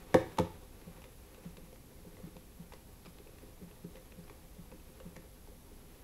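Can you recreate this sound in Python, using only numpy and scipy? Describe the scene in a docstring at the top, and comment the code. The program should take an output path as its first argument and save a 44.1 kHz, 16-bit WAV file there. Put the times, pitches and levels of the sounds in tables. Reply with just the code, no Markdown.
"""Calculator on a desk

A plastic calculator lands on a paper-covered wooden desk, one end and then the other, in a small quiet room.
Fingers then work its rubber keys: pushes and knocks are short forces that ring the desk like a set of bells.
Key ticks, landing cracks and loose parts are dying bursts of coloured noise; dragging on paper is uneven noise.
A noise tail adds the room. Low rumble and hiss (shaped noise) and three thin sine whines lie underneath.
"""
import sys
import numpy as np
from scipy import signal
from scipy.fft import rfft, irfft
from scipy.io import wavfile
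from scipy.ndimage import uniform_filter1d

SR = 44100
rng = np.random.default_rng(int(sys.argv[2]) if len(sys.argv) > 2 else 0)


def store_wav(level_fs):
    """Save 16-bit WAV to argv[1]."""
    pcm = np.round(np.clip(np.atleast_2d(level_fs), -1, 1) * 32767)
    wavfile.write(sys.argv[1], SR, pcm.T.astype(np.int16))


def amplitude_ratio(level_db):
    """Convert a level in decibels to the matching linear amplitude (field) ratio."""
    exponent = np.asarray(level_db, float) / 20
    return 10 ** exponent


N = 265923  # length in samples

# All levels of spectra and forces are relative, unless marked rms.
# room rumble and microphone hiss: f/Hz, level per Hz/dB
AIR_COLOUR = [(15, -9.5), (25, 1), (60, -6.5), (130, -11.5), (250, -15), (500, -26), (650, -25.5),
              (1400, -34), (3000, -34), (6000, -35), (9800, -36), (12600, -36.5), (16000, -37.5)]
# humps on the rumble and hiss: f/Hz, width/Hz, height/dB
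AIR_HUMPS = [(61, 34, 4), (248, 28, 4), (433, 26, 1), (505, 26, 3.5), (7300, 1500, -0.5), (10360, 160, 4),
             (11140, 480, 8), (11480, 500, 7), (12630, 250, 4.5)]
# thin steady electronic tones: f/Hz, rms level/dB
WHINES = [(7989, -88), (12129, -93), (13771, -85)]
# how the room's echoes die: f/Hz, time to fall 60 dB/s, level/dB
ROOM_ECHOES = [(99, 0.69, -13), (500, 0.41, -14), (1430, 0.36, -4.5), (4130, 0.4, -7), (9000, .25, -11)]
# hands shifting the case on paper: t/s, rasp level/dB (rms, before its unevenness)
RUSTLE = [(0, -57.5), (.08, -65), (.15, -55.5), (.54, -65), (.7, -67.5), (.8, -66.5), (.9, -63), (.98, -61),
          (1.1, -68), (1.5, -65.5), (1.8, -70.5), (2.2, -65.5), (2.45, -70), (3.9, -67.5), (4.65, -69),
          (5.0, -67.5), (5.3, -70.5), (6.03, -67.5)]
# colour of the dry rasp: f/Hz, level per Hz/dB
RASP_COLOUR = [(400, 6.5), (900, 3.5), (1500, 0), (2500, -3), (5000, -9.5), (9000, -13.5)]
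# colour of the rough dragging force: f/Hz, level per Hz/dB
DRAG_COLOUR = [(150, -25.5), (300, -8.0), (430, -6.0), (520, -8.0), (800, -3.0), (1500, -20.5), (5000, -9.0)]
# humps of the plastic shell: f/Hz, width/Hz, height/dB
SHELL_HUMPS = [(888, 140, 5), (1155, 34, 8), (1500, 113, 2.5), (1960, 270, 2), (2470, 370, 3.5),
               (3740, 620, 4), (5240, 460, -0.5), (7630, 530, 1.5)]
# basic colour of cracks, rattles and ticks: f/Hz, level per Hz/dB
CRACK_COLOUR = [(150, -1), (700, 4), (1500, -0.5), (2500, 0.5), (4000, -2), (6000, -2), (9000, -6),
                (12000, -1), (16000, -40)]
# ringing modes of the desk with the case on it: f/Hz, longest time to fall 60 dB/s,
# level struck at the far end/dB, level at the near end/dB, level under the keys/dB
DESK_MODES = [(88.6, 0.21, -29, -9.5, -13), (115.6, 0.32, -33, -17.5, -22), (169.4, 0.17, -8.5, -18.5, 11),
              (253.2, 0.12, -10.5, -9.5, -5), (310, 0.16, -11.5, -20, -2), (333.8, 0.14, -12.5, -12, -2.5),
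              (380, 0.078, -11.5, -18, -1), (415, 0.11, -9, -11.5, 3), (455, 0.03, 0, -22, 6.5),
              (516.4, 0.17, -5, -5.5, 0), (564.7, 0.074, -5, -12, -6.5), (653, 0.15, -15.5, -30, -39),
              (753, 0.082, -10, -14, -9), (870, 0.091, -45, -5, -13), (958, 0.024, -6, -12, -3.5),
              (1114, 0.18, -11, -14, -2.5), (1290, 0.054, -28, -17, -2.5), (1496, 0.15, -26, -15, -11),
              (1916, 0.012, 0.5, -15, 2), (2240, 0.031, -34, -7, 4), (2270, .05, -3, -28, 0),
              (3230, 0.044, -18, -35, -19), (3970, 0.079, -44, -24, -15), (4350, 0.021, -31, -37, -28),
              (5370, .03, -35, -12, -24)]
# contacts of the case as it lands: t/s, blow level/dB, contact time/ms, rocking f/Hz, share at the near end/0-1
LANDING = [(0.1427, -13, 0.5, 7, 0.28), (0.1451, -24.5, 0.39, -2, 0), (.147, -15, 6.8, 443, 0.25),
           (0.15, -19, 9.6, 265, 0), (.15, -26, 9.2, 106, 0.1), (0.3824, -17, 1.96, 864, 0.94),
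           (.386, -16.5, 12, 155, 0.34), (.3866, -23, 0.23, 0, 0.84), (.391, -15, 5, 444, 0.6),
           (.397, -24, 1.36, 0, 0.6), (0.42, -24, 5, 87, 0.7)]
# the shell cracks against the desk: t/s, level/dB
LANDING_CRACKS = [(0.1235, -57), (0.1424, -23), (0.1445, -51), (.373, -45), (.3835, -35.5), (.3862, -28),
                  (.3965, -35.5)]
# loose parts rattle on after each landing: t/s, level/dB
RATTLES = [(.15, -43.5), (0.389, -47.5)]
# a finger bottoms a key: t/s, force level/dB
PUSHES = [(0.868, -44.5), (1.454, -40), (1.572, -53), (1.625, -53.5), (2.063, -47.5), (2.234, -41.5),
          (2.361, -50), (2.595, -43.5), (3.073, -51.5), (3.616, -47), (3.632, -48), (3.84, -40),
          (3.961, -56), (4.181, -44), (4.585, -45.5), (4.727, -54), (4.896, -63), (5.055, -43.5),
          (5.168, -49)]
# the case rocks briefly on its rubber feet: t/s, force level/dB, rocking f/Hz
KNOCKS = [(0.815, -51.5, 420), (0.875, -50, 510), (1.051, -51, 500), (1.379, -50, 505), (1.456, -49, 523),
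          (1.578, -50, 457), (1.725, -48.5, 500), (2.047, -47.5, 522), (2.07, -52, 377), (2.175, -53, 523),
          (2.197, -46.5, 500), (2.267, -44.5, 306), (2.356, -48.5, 415), (2.733, -49.5, 431),
          (3.057, -48, 416), (3.196, -48.5, 380), (3.262, -49.5, 437), (3.289, -52, 510),
          (3.428, -48.5, 384), (3.611, -48.5, 380), (3.705, -51.5, 416), (3.841, -42.5, 360),
          (3.949, -47, 515), (3.972, -50.5, 516), (4.132, -56, 527), (4.184, -51.5, 444),
          (4.303, -48.5, 400), (4.564, -53, 530), (4.722, -47, 550), (4.737, -48.5, 282), (4.893, -51, 323),
          (5.004, -43, 578), (5.059, -50.5, 415), (5.164, -47, 490), (5.189, -51, 283), (5.479, -51, 423),
          (5.517, -52.5, 520), (5.712, -53.5, 373)]
# a key slips or springs back: t/s, level/dB, ring f/Hz, height of that ring/dB
TICKS = [(0.814, -48.5, 2350, 11), (1.018, -45.5, 2700, 9), (1.04, -44, 2470, 3), (1.345, -48.5, 2670, 7),
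         (1.45, -51.5, 3790, 2), (1.569, -43, 1590, -1), (1.727, -53.5, 2330, 3), (1.759, -51, 2390, 3),
         (2.168, -51, 1980, 6), (2.366, -46, 1980, 4), (2.721, -46.5, 900, 9), (2.724, -48, 2750, 5),
         (2.735, -43.5, 4520, 11), (3.05, -49.5, 4030, 15), (3.057, -45.5, 2540, 15),
         (3.061, -49, 5030, 17), (3.066, -50, 2300, 12), (3.068, -50, 1180, 14), (3.185, -48, 4100, 8.5),
         (3.272, -52, 2570, 12), (3.384, -51, 2640, 9), (3.712, -54.5, 2790, 12), (3.844, -50, 900, 14),
         (3.956, -48, 2840, 7), (3.968, -50, 2060, 10), (4.121, -48, 2570, 13), (4.238, -53.5, 4780, 29),
         (4.279, -48.5, 2420, 17), (4.297, -45.5, 2280, 3), (4.716, -51.5, 2550, 7), (4.721, -48, 940, 20),
         (4.797, -57, 2580, 12), (5.001, -46.5, 2800, 14), (5.159, -49, 1610, 6), (5.164, -40, 1820, 2),
         (5.474, -52, 1510, 1)]

AIR_DB = -54.5  # rms of rumble and hiss together
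LUMPS_DB = 1.8  # rms swing of the rustle's unevenness
DRAG_DB, DRAG_FOLLOWS = -97, 0.9  # mean force level on the desk; share of the rasp's swing that it follows
RADIATES_ABOVE_HZ = 76
DAMPING = 68000  # longest ring of a mode in s, times its pitch in Hz squared
RING_WIDTH = 0.13  # share of the ring's pitch
CRACK_FLAT_BELOW_HZ = 700  # the tilt of a crack stops here
LANDING_RING_HZ, LANDING_RING_DB = 3700, 2.5
LANDING_CRACK_T60_S, LANDING_DB_PER_OCTAVE = 0.021, -2
RATTLE_T60_S, RATTLE_DB_PER_OCTAVE = 0.17, -3.5
PUSH_LEAD_MS = 4.28  # the finger's force starts this long before a push's time
BOUNCE_HZ, BOUNCE_MS = 164.2, 13.4  # the case bounces on its feet under a push
SHOVE_MS, SHOVE_DB = 5.05, -8  # and gets one blunt shove, with this much less gain
KNOCK_MS, KNOCK_LEAD_MS = 8.25, 7.99  # a knock's length; it starts this long before its time
TICK_T60_S, TICK_DB_PER_OCTAVE = 0.023, -4
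TOP_HZ = 15720  # upper limit of the sound


def rms_one(x):
    """Scale a sound to an average strength (rms) of 1."""
    return x / np.sqrt(np.mean(x ** 2) + 1e-20)


def at_hz(points, hz, column=1):
    """Read a table between its points, on a log-frequency axis."""
    points = np.array(points)
    return np.interp(np.log(hz), np.log(points[:, 0]), points[:, column])


def humps(peaks, hz):
    """Add up bell-shaped rises, in dB."""
    return sum(db / (1 + (2 * (hz - top_hz) / width) ** 2) for top_hz, width, db in peaks)


def coloured(n, db_of_hz):
    """Shape white noise to the given dB per Hz, then scale it to rms 1."""
    hz = np.maximum(np.fft.rfftfreq(n, 1 / SR), 1)
    spectrum = rfft(rng.standard_normal(n)) * amplitude_ratio(db_of_hz(hz))
    return rms_one(irfft(spectrum, n))


def air():
    """Steady rumble and hiss are noise with a few humps; the thin whines are sine waves."""
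    t = np.arange(N) / SR
    whines = sum(amplitude_ratio(db) * np.sqrt(2) * np.sin(2 * np.pi * hz * t) for hz, db in WHINES)
    hiss = coloured(N, lambda hz: at_hz(AIR_COLOUR, hz) + humps(AIR_HUMPS, hz))
    return amplitude_ratio(AIR_DB) * hiss + whines


def room(x):
    """Scattered reflections: octave bands of noise that swell in a few ms and die at their own rate."""
    t, tail = np.arange(SR) / SR, 0
    for low in 45 * 2. ** np.arange(9):
        high, middle = min(2 * low, .45 * SR), low * np.sqrt(2)
        band_filter = signal.butter(2, [low, high], "band", fs=SR, output="sos")
        band = signal.sosfilt(band_filter, rng.standard_normal(SR))
        fade = amplitude_ratio(-60 * t / at_hz(ROOM_ECHOES, middle))
        level = amplitude_ratio(at_hz(ROOM_ECHOES, middle, column=2))
        tail = tail + band * fade / np.sqrt(np.sum(fade ** 2)) * level
    swell = np.clip((t - .003) / 0.0029, 0, 1)  # silent for 3 ms, then rises
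    return signal.fftconvolve(x, tail * swell)[:N]


def rustle():
    """Uneven friction: a rough force that shakes the desk, and a dry rasp heard through the shell."""
    rasp_db = np.interp(np.arange(N) / SR, *np.transpose(RUSTLE))
    slow_noise = uniform_filter1d(uniform_filter1d(rng.standard_normal(N), size=700), size=700)
    lumps_db = LUMPS_DB * rms_one(slow_noise)
    drag = coloured(N, lambda hz: at_hz(DRAG_COLOUR, hz))
    rasp = coloured(N, lambda hz: at_hz(RASP_COLOUR, hz) + humps(SHELL_HUMPS, hz))
    drag_db = DRAG_DB + DRAG_FOLLOWS * (rasp_db - rasp_db.mean())
    return drag * amplitude_ratio(drag_db + lumps_db), rasp * amplitude_ratio(rasp_db + lumps_db)


def forces(times, gains, contact_ms, rocking_hz=0):
    """Smooth force bumps; a rocking contact pushes and pulls in turn, so it favours modes near its rate."""
    out = np.zeros(N + SR)
    for s, gain, ms, hz in np.broadcast(times, gains, contact_ms, rocking_hz):
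        t = (np.arange(SR // 25) - (s * SR) % 1) / SR  # starts between samples if need be
        u = t / (ms / 1000)  # 0 to 1 during contact
        bump = np.where((u > 0) & (u < 1), np.sin(np.pi * u) ** 2, 0)
        rocking = np.cos(2 * np.pi * hz * t)
        start = int(s * SR)
        out[start:start + len(u)] += gain * bump / np.sum(bump ** 2) * rocking
    return out[:N]


def desk(far, near, keys):
    """Every force rings the same modes, with strengths set by where it acts; neighbours swing in opposite sense."""
    out = np.zeros(N)
    for hz, t60, far_db, near_db, keys_db in DESK_MODES:
        # wood and plastic damp the high modes fast: the longest ring falls with the square of pitch
        r = amplitude_ratio(-60 / (min(t60, DAMPING / hz / hz) * SR))
        w = 2 * np.pi * hz / SR
        force = amplitude_ratio(far_db) * far + amplitude_ratio(near_db) * near + amplitude_ratio(keys_db) * keys + 1e-18
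        out = signal.lfilter([0, np.sin(w)], [1, -2 * r * np.cos(w), r * r], force) - out
    # a small board moves air poorly in the deep bass
    return signal.sosfilt(signal.butter(4, RADIATES_ABOVE_HZ, "high", fs=SR, output="sos"), out)


def cracks(times, level_db, ring_hz, ring_db, tilt_db, t60):
    """Short dying bursts of plastic rattle, coloured by the shell and by the part that rings most."""
    out, n = np.zeros(N + SR), 4096
    t = np.arange(n) / SR
    fade = amplitude_ratio(-60 * t / t60) * np.clip(t / 0.00076, 0, 1)
    for s, db, top_hz, top_db in np.broadcast(times, level_db, ring_hz, ring_db):
        peaks = SHELL_HUMPS + [(top_hz, RING_WIDTH * top_hz, top_db)]

        def colour(hz):
            octaves = np.log2(np.maximum(hz, CRACK_FLAT_BELOW_HZ) / 2500)
            return at_hz(CRACK_COLOUR, hz) + humps(peaks, hz) + tilt_db * octaves

        start = int(s * SR)
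        out[start:start + n] += amplitude_ratio(db) * coloured(n, colour) * fade
    return out[:N]


def landing_forces():
    """Each contact shares its blow between the far and the near end of the case."""
    s, blow_db, ms, hz, near = np.transpose(LANDING)
    far_force = forces(s, -amplitude_ratio(blow_db) * (1 - near), ms, hz)
    near_force = forces(s, -amplitude_ratio(blow_db) * near, ms, hz)
    return far_force, near_force


def landing_cracks():
    """The shell's sharp cracks die at once; loose parts rattle on for longer."""
    s, db = np.transpose(LANDING_CRACKS)
    shell = cracks(s, db, LANDING_RING_HZ, LANDING_RING_DB, LANDING_DB_PER_OCTAVE, LANDING_CRACK_T60_S)
    s, db = np.transpose(RATTLES)
    loose = cracks(s, db, LANDING_RING_HZ, LANDING_RING_DB, RATTLE_DB_PER_OCTAVE, RATTLE_T60_S)
    return shell + loose


def push_forces():
    """A finger bottoms a key: the case bounces on its feet and gets one blunt shove."""
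    s, db = np.transpose(PUSHES)
    s = s - PUSH_LEAD_MS / 1000
    bounce = forces(s, -amplitude_ratio(db), BOUNCE_MS, BOUNCE_HZ)
    return bounce + forces(s, -amplitude_ratio(db + SHOVE_DB), SHOVE_MS)


def knock_forces():
    """The case rocks briefly on its rubber feet, pushing and pulling at the desk."""
    s, db, hz = np.transpose(KNOCKS)
    return forces(s - KNOCK_LEAD_MS / 1000, -amplitude_ratio(db), KNOCK_MS, hz)


def key_ticks():
    """A key slips or springs back with a short burst that has its own ring."""
    s, db, ring_hz, ring_db = np.transpose(TICKS)
    return cracks(s, db, ring_hz, ring_db, TICK_DB_PER_OCTAVE, TICK_T60_S)


def calculator():
    """All forces go through one desk; cracks, ticks and rasp are heard straight from the shell."""
    far_force, near_force = landing_forces()
    drag_force, rasp = rustle()
    keys_force = push_forces() + knock_forces() + drag_force
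    return desk(far_force, near_force, keys_force) + landing_cracks() + key_ticks() + rasp


def scene():
    """One microphone above the desk hears the calculator, its echoes and the air."""
    hits = calculator()
    return (hits + room(hits) + air())[None]


def roll_off(x):
    """The treble ends steeply here."""
    return signal.sosfilt(signal.butter(12, 16300, fs=SR, output="sos"), x)


def record(dry):
    """A steep filter cuts off the very top of the sound."""
    steep = signal.ellip(10, .5, 60, TOP_HZ, fs=SR, output="sos")
    mix = signal.sosfilt(steep, dry)
    return roll_off(mix)


dry = scene()
out = record(dry)
store_wav(out)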